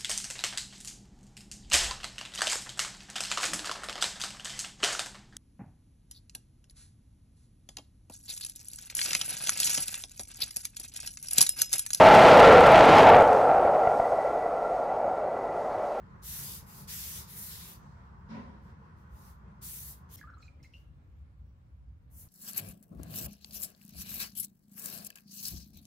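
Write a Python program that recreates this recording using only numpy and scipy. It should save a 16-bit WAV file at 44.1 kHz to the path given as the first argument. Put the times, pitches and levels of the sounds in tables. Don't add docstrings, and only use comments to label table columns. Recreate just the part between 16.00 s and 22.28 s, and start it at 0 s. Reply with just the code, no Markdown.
import sys
import numpy as np
from scipy import signal
from scipy.io import wavfile
from scipy.ndimage import uniform_filter1d

SR = 44100
rng = np.random.default_rng(int(sys.argv[2]) if len(sys.argv) > 2 else 0)


def to_wav(s):
    ch = np.atleast_2d(s).T
    pcm = np.round(np.clip(ch, -1, 1) * 32767)
    wavfile.write(sys.argv[1], SR, pcm.astype(np.int16))


N = 276948


def gain_of(db):
    return 10 ** (np.asarray(db) / 20)


def evened(x):
    return x / np.sqrt(np.mean(x ** 2) + 1e-20)


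def read(points, hz):
    f, value = np.transpose(points)
    return np.interp(np.log(hz + 1), np.log(f + 1), value)


def colour(points):
    return lambda hz: read(points, hz)


def sides(pan_db):
    return gain_of([pan_db / 2, -pan_db / 2])


def played(level_rows, sound):
    time_s, level_db = np.transpose(level_rows)
    at = np.arange(round(time_s[0] * SR), min(round(time_s[-1] * SR), N))
    out = np.zeros((2, N))
    out[:, at] = gain_of(np.interp(at / SR, time_s, level_db)) * sound[:, at]
    return out


# freq_hz, correlation [-1 to 1]
CHANNEL_LIKENESS = [(60, 0.9), (150, 0.97), (380, 0.69), (950, -0.29), (2380, -0.031), (5980, -0.045),
                    (15000, 0.098)]


def noise(spectrum_db, patchy_db, flicker_db, ripple_db, size, count=N):
    frames, hz = 4 * count // size + 5, np.fft.rfftfreq(size, 1 / SR)
    a, b, c, d, patches = rng.standard_normal((frames, len(hz), 5)).T
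    patches = uniform_filter1d(patches, size=size // 64, axis=0)
    patches = evened(uniform_filter1d(patches, size=16384 // size, axis=1))
    flicker = evened(uniform_filter1d(rng.standard_normal(frames), size=3))
    ripple = rng.standard_normal((len(hz), 1))
    same = np.clip(read(CHANNEL_LIKENESS, hz), -1, 1)[:, None]
    left = a + 1j * b
    right = same * left + np.sqrt(1 - same ** 2) * (c + 1j * d)
    level_db = spectrum_db(hz)[:, None] + patchy_db * patches + flicker_db * flicker + ripple_db * ripple
    z = np.array([left, right]) * gain_of(level_db)
    return evened(signal.istft(z, nperseg=size, noverlap=3 * size // 4)[1][:, :count])


# [dB per Hz, relative]
RUMBLE_SPECTRUM = [(21, -40), (35, -13.5), (48, -3), (70, 0.5), (97, -5), (113, -28), (130, -8.5),
                   (160, -17.5), (210, -57), (350, -120)]
# time_s, level_db [rms]
RUMBLE_CURVE = [(0.0, -52.5), (1.0, -53), (3.0, -54), (4.11, -54), (5.9, -53), (6.28, -53)]


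def rumble():
    low = noise(colour(RUMBLE_SPECTRUM), patchy_db=0.37, flicker_db=-1.7, ripple_db=0.9, size=4096)
    return played(RUMBLE_CURVE, low)


# [dB per Hz, relative]
WASH_SPECTRUM = [(59, -33.5), (100, -1), (183, -2), (233, -11), (276, -16), (426, -18), (468, -17.5),
                 (621, -24), (779, -20.5), (940, -11), (1420, -18.5), (1980, -27), (2300, -34.5),
                 (3000, -39.5), (5620, -45), (9000, -54), (11700, -85.5), (19800, -120)]
# time_s, level_db [rms]
WASH_CURVE = [(0, -53), (2.49, -54.5), (4.16, -57.5)]
# [dB per Hz, relative]
CALM_SPECTRUM = [(59, -47), (100, -16), (154, -14.5), (233, -17.5), (403, -32), (524, -26), (598, -32),
                 (888, -30.5), (958, -30.5), (1160, -32), (2360, -41), (9000, -59.5), (11700, -108),
                 (19800, -120)]
# time_s, level_db [rms]
CALM_CURVE = [(4.16, -59.5), (4.44, -64.5), (6.0, -70), (6.28, -63.5)]


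def outdoor_wash():
    wash = noise(colour(WASH_SPECTRUM), patchy_db=1.0, flicker_db=-1.25, ripple_db=3.0, size=4096)
    calm = noise(colour(CALM_SPECTRUM), patchy_db=1.0, flicker_db=.4, ripple_db=2.0, size=4096)
    return played(WASH_CURVE, wash) + played(CALM_CURVE, calm)


# freq_hz, level_db [rms before the waver]
HUM_HARMONICS = [(59.6, -61.5), (120, -70), (180, -76.5)]


def hum():
    t = np.arange(N) / SR
    waver_db = sum(np.sin(2 * np.pi * (f * t + rng.random())) for f in np.geomspace(.3, 3, num=8))
    out = np.zeros(N)
    for hz, level_db in HUM_HARMONICS:
        tone = np.sin(2 * np.pi * (hz * t + rng.random()))
        out += np.sqrt(2) * gain_of(level_db + waver_db) * tone
    return out


def background():
    return rumble() + outdoor_wash() + hum()


# freq_hz, width_hz, level_db
DOOR_MODES = [(218, 57, -0.5), (399, 36, -13.5), (546, 70, -15), (736, 60, -21), (980, 103, -11.5),
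              (1463, 25, -20), (1630, 35, -23), (1955, 21, -22)]


def panel_db(hz):
    power = sum(gain_of(2 * db) / (1 + (2 * (hz - f) / width) ** 2) ** 2 for f, width, db in DOOR_MODES)
    return 10 * np.log10(power + gain_of(-60.5) / (1 + (hz / 2200) ** 6))


# [dB per Hz, relative]
CLATTER_SPECTRUM = [(1180, -21), (2000, -4), (2270, -13), (2390, -9), (5320, -5), (8320, -26), (13000, -43)]
THUD_S = 2.28
BOOM_DB, BOOM_RISE_S, BOOM_HOLD_S, BOOM_T60_S = -40, 0.036, 0.077, 0.56
CLATTER_DB, CLATTER_RISE_S, CLATTER_T60_S = -56.5, 0.019, 0.38
TAIL_DB, TAIL_T60_S = -16, 1.8


def door():
    t = np.arange(SR) / SR
    boom = noise(panel_db, patchy_db=1.2, flicker_db=.8, ripple_db=1.5, size=2048, count=SR)
    clatter = noise(colour(CLATTER_SPECTRUM), patchy_db=1.5, flicker_db=.6, ripple_db=.5, size=1024, count=SR)
    tail = gain_of(TAIL_DB - 60 * t / TAIL_T60_S)
    boom_decay = gain_of(-60 * np.maximum(t - BOOM_HOLD_S, 0) / BOOM_T60_S) + tail
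    boom_rise = (1 - np.exp(-t / BOOM_RISE_S)) ** 2
    clatter_decay = gain_of(-60 * t / CLATTER_T60_S) + tail
    clatter_rise = (1 - np.exp(-t / CLATTER_RISE_S)) ** 2
    boom = boom * gain_of(BOOM_DB) * boom_decay * boom_rise
    clatter = clatter * gain_of(CLATTER_DB) * clatter_decay * clatter_rise
    out = np.zeros((2, N))
    out[:, round(THUD_S * SR):][:, :SR] = boom + clatter
    return out


# freq_hz, t60_s
KITCHEN_T60 = [(300, .45), (1500, 0.71), (2600, 0.47), (4000, 0.17), (12000, 0.17)]


def kitchen(x):
    taps = np.zeros((2, SR // 2))
    at = np.arange(200, SR // 2 - 20, 20)
    at = at + rng.integers(0, 20, (2, len(at)))
    np.put_along_axis(taps, at, rng.choice([-1., 1.], at.shape), 1)
    hz, t, z = signal.stft(taps, SR, nperseg=256)
    decay = gain_of(-60 * t / read(KITCHEN_T60, hz)[:, None])
    tail = signal.istft(z * decay, SR, nperseg=256)[1]
    return signal.fftconvolve(x, tail / np.linalg.norm(tail[0]), axes=1)[:, :N]


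def ring(t, hz, t60, climb, rough):
    slow = uniform_filter1d(rng.standard_normal((2, len(t))), size=90)
    slow = evened(uniform_filter1d(slow, size=90))
    swing = (1 + rough * (slow[0] + 1j * slow[1])) / np.sqrt(1 + 2 * rough ** 2)
    tone = (swing * np.exp(2j * np.pi * hz * (t + climb * t ** 2))).imag
    return tone * gain_of(-60 * t / max(t60, .004)) * (1 - np.exp(-t * hz / 0.9))


def add(out, start_s, level_db, tick_db, t, sound):
    tick = np.diff(rng.standard_normal(len(t) + 1)) * gain_of(tick_db) * np.exp(-t / .0012)
    place = sides(rng.normal(0, 3))[:, None]
    out[:, round(start_s * SR):][:, :len(t)] += place * gain_of(level_db) * (sound + tick)


# start_s, level_db, pitch_hz, t60_s
AIR_POCKETS = [(4.1889, -52.5, 2080, .05), (4.213, -42.5, 1670, 0.029), (4.228, -43.5, 1680, 0.032),
               (4.2387, -47.5, 1209, 0.12), (4.273, -46.5, 1332, 0.094), (4.2893, -47.5, 1467, 0.062),
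               (4.3004, -45, 1393, 0.032), (4.321, -56, 1530, 0.035), (4.336, -49, 1352, 0.06),
               (4.371, -46, 1230, 0.018), (4.379, -52, 1267, 0.043), (4.404, -52, 1320, .027),
               (4.428, -58.5, 2450, 0.12), (4.48, -51.5, 2375, 0.054), (4.6014, -67.5, 2070, 0.058),
               (4.6364, -59.5, 2600, 0.079), (4.646, -52.5, 2090, 0.11), (4.737, -50, 2760, 0.13)]
POCKET_TICK_DB = -36


def butter():
    t, out = np.arange(4000) / SR, np.zeros((2, N))
    for start_s, level_db, hz, t60 in AIR_POCKETS:
        pocket = ring(t, hz, t60, climb=.4, rough=.42 * (hz / 2000) ** 2)
        add(out, start_s, level_db, POCKET_TICK_DB, t, pocket)
    return out


# start_s, level_db, favoured_pitch_hz, tick_db [against the ring]
HANDLE_TAPS = [(4.1686, -55.5, 5440, -7), (4.182, -56, 5640, -6), (4.3015, -70, 5270, -24),
               (4.34, -70, 4260, -20), (4.381, -67.5, 7250, -7), (4.416, -78, 4150, -20),
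               (4.425, -58, 4200, -16), (4.44, -65, 7300, -14), (4.467, -65.5, 4000, -12),
               (4.629, -64, 5370, -4), (4.635, -68, 6620, -24), (4.647, -68, 4020, -20),
               (4.735, -73, 4120, -4)]
# freq_hz, level_db, t60_s
BOWL_MODES = [(4110, 2, 0.1), (5450, 2, 0.041), (6560, -3, 0.14), (7300, -5, 0.13)]
SPOT_DB_PER_OCTAVE = 43


def bowl_taps():
    t, out = np.arange(4000) / SR, np.zeros((2, N))
    for start_s, level_db, spot_hz, tick_db in HANDLE_TAPS:
        modes = np.zeros(len(t))
        for hz, mode_db, t60 in BOWL_MODES:
            spot_db = mode_db - SPOT_DB_PER_OCTAVE * abs(np.log2(hz / spot_hz))
            modes += gain_of(spot_db) * ring(t, hz, t60, climb=0, rough=0.19 * hz / 1000)
        add(out, start_s, level_db, tick_db, t, modes)
    return out


RISE_POWER, FADE_DB_PER_S, KNEE_S = 1.96, 354.5, 0.0099


def burst_db(t, rise_s, fade_s):
    swell_db = 20 * RISE_POWER * np.log10(1 - np.exp(-abs(t) / max(rise_s, .001)) + 1e-4)
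    return swell_db - FADE_DB_PER_S * KNEE_S * np.logaddexp(0, (t - fade_s) / KNEE_S)


# start_s, end_s, level_db,
# sag_db [change until the end], rise_s, lower_at_start_db, lower_at_end_db [lower hiss against the upper]
BURSTS = [(0.216, 0.577, -37.5, -6.5, 0.037, -9, -8), (0.653, 0.824, -56, 4, 0.014, -7, -6),
          (0.87, 1.202, -41, -1.5, 0.014, -4.5, -6.5), (1.259, 1.364, -50, 2, 0.022, -7, -9.5),
          (1.353, 1.51, -42.5, -1.5, 0.0085, -11.5, -9.5), (1.497, 1.728, -48, -2, 0.0078, 0.5, -6.5),
          (1.8, 2.15, -94.5, -10, 0.018, 22.5, 13), (2.6, 2.703, -80, -5, .02, -5, 4),
          (2.956, 3.02, -77.5, -3, 0.019, -4, 0), (3.083, 3.307, -65, 3, 0.068, -5, -6),
          (3.61, 3.92, -41.5, -5.5, 0.017, -11.5, -11.5), (4.082, 4.17, -50, 7.5, 0.056, -4.5, -10.5),
          (4.17, 4.167, -58.5, 4, 0.0026, 3, -5), (4.39, 4.443, -81.5, -2.5, 0.066, 27, 19),
          (4.627, 4.649, -77, 0.5, .003, 12, 6.5), (4.718, 4.822, -76.5, -6.5, 0.022, 8, 1.5),
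          (6.09, 6.225, -54, 5, 0.058, -24, -19)]
# [dB per Hz, relative]
LOWER_SPECTRUM = [(1200, -18), (1800, -5.5), (2400, -6.5), (3200, -5), (4500, -1.5), (6200, -3),
                  (8000, -8.5), (10500, -19)]
# [dB per Hz, relative]
UPPER_SPECTRUM = [(3500, -42), (6000, -7), (8500, -4.5), (10000, -1.5), (11500, 2), (13000, 0),
                  (14500, 1.5), (16500, -8)]
LOWER_SHARE = 0.69
CUT_S = 4.16


def hiss_bursts():
    grain = evened(gain_of(1.6 * uniform_filter1d(rng.exponential(1, N), size=6)))
    lower = noise(colour(LOWER_SPECTRUM), patchy_db=2.3, flicker_db=.6, ripple_db=0, size=256)
    upper = noise(colour(UPPER_SPECTRUM), patchy_db=1.5, flicker_db=.7, ripple_db=0, size=256)
    power = np.zeros((2, N))
    for start_s, end_s, level_db, sag_db, rise_s, start_lower_db, end_lower_db in BURSTS:
        last = round(CUT_S * SR) if start_s < CUT_S else N
        at = np.arange(round(start_s * SR), last)[:SR]
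        t = at / SR - start_s
        along = np.clip(t / max(end_s - start_s, .005), 0, 1)
        shape_db = burst_db(t, rise_s, end_s - start_s)
        held_db = level_db + sag_db * along
        lower_db = start_lower_db + (end_lower_db - start_lower_db) * along
        power[:, at] += gain_of([held_db + shape_db, held_db + lower_db + LOWER_SHARE * shape_db]) ** 2
    out = np.sqrt(power[0]) * upper + np.sqrt(power[1]) * lower
    return out * grain * sides(pan_db=0.85)[:, None]


BURST_ECHO_DB, BOWL_ECHO_DB = -16, -12


def scene():
    bursts = hiss_bursts()
    bowl = butter() + bowl_taps()
    echo = kitchen(gain_of(BURST_ECHO_DB) * bursts + gain_of(BOWL_ECHO_DB) * bowl)
    return bursts + bowl + echo + door() + background()


# [dB per Hz, relative]
HISS_SPECTRUM = [(1000, 2.5), (8000, -4), (16000, -4)]
HISS_DB = -88
LOW_EDGE_HZ, HIGH_EDGE_HZ = 48, 15800


def record(dry):
    hiss = noise(colour(HISS_SPECTRUM), patchy_db=4.5, flicker_db=-1.6, ripple_db=-2.0, size=512)
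    bass_cut = signal.butter(4, LOW_EDGE_HZ, "high", fs=SR, output="sos")
    thinned = signal.sosfilt(bass_cut, dry + gain_of(HISS_DB) * hiss)
    band_limit = signal.firwin(1023, HIGH_EDGE_HZ, window=("kaiser", 9), fs=SR)
    return signal.oaconvolve(thinned, band_limit[None], "same")


dry = scene()
out = record(dry)
to_wav(out)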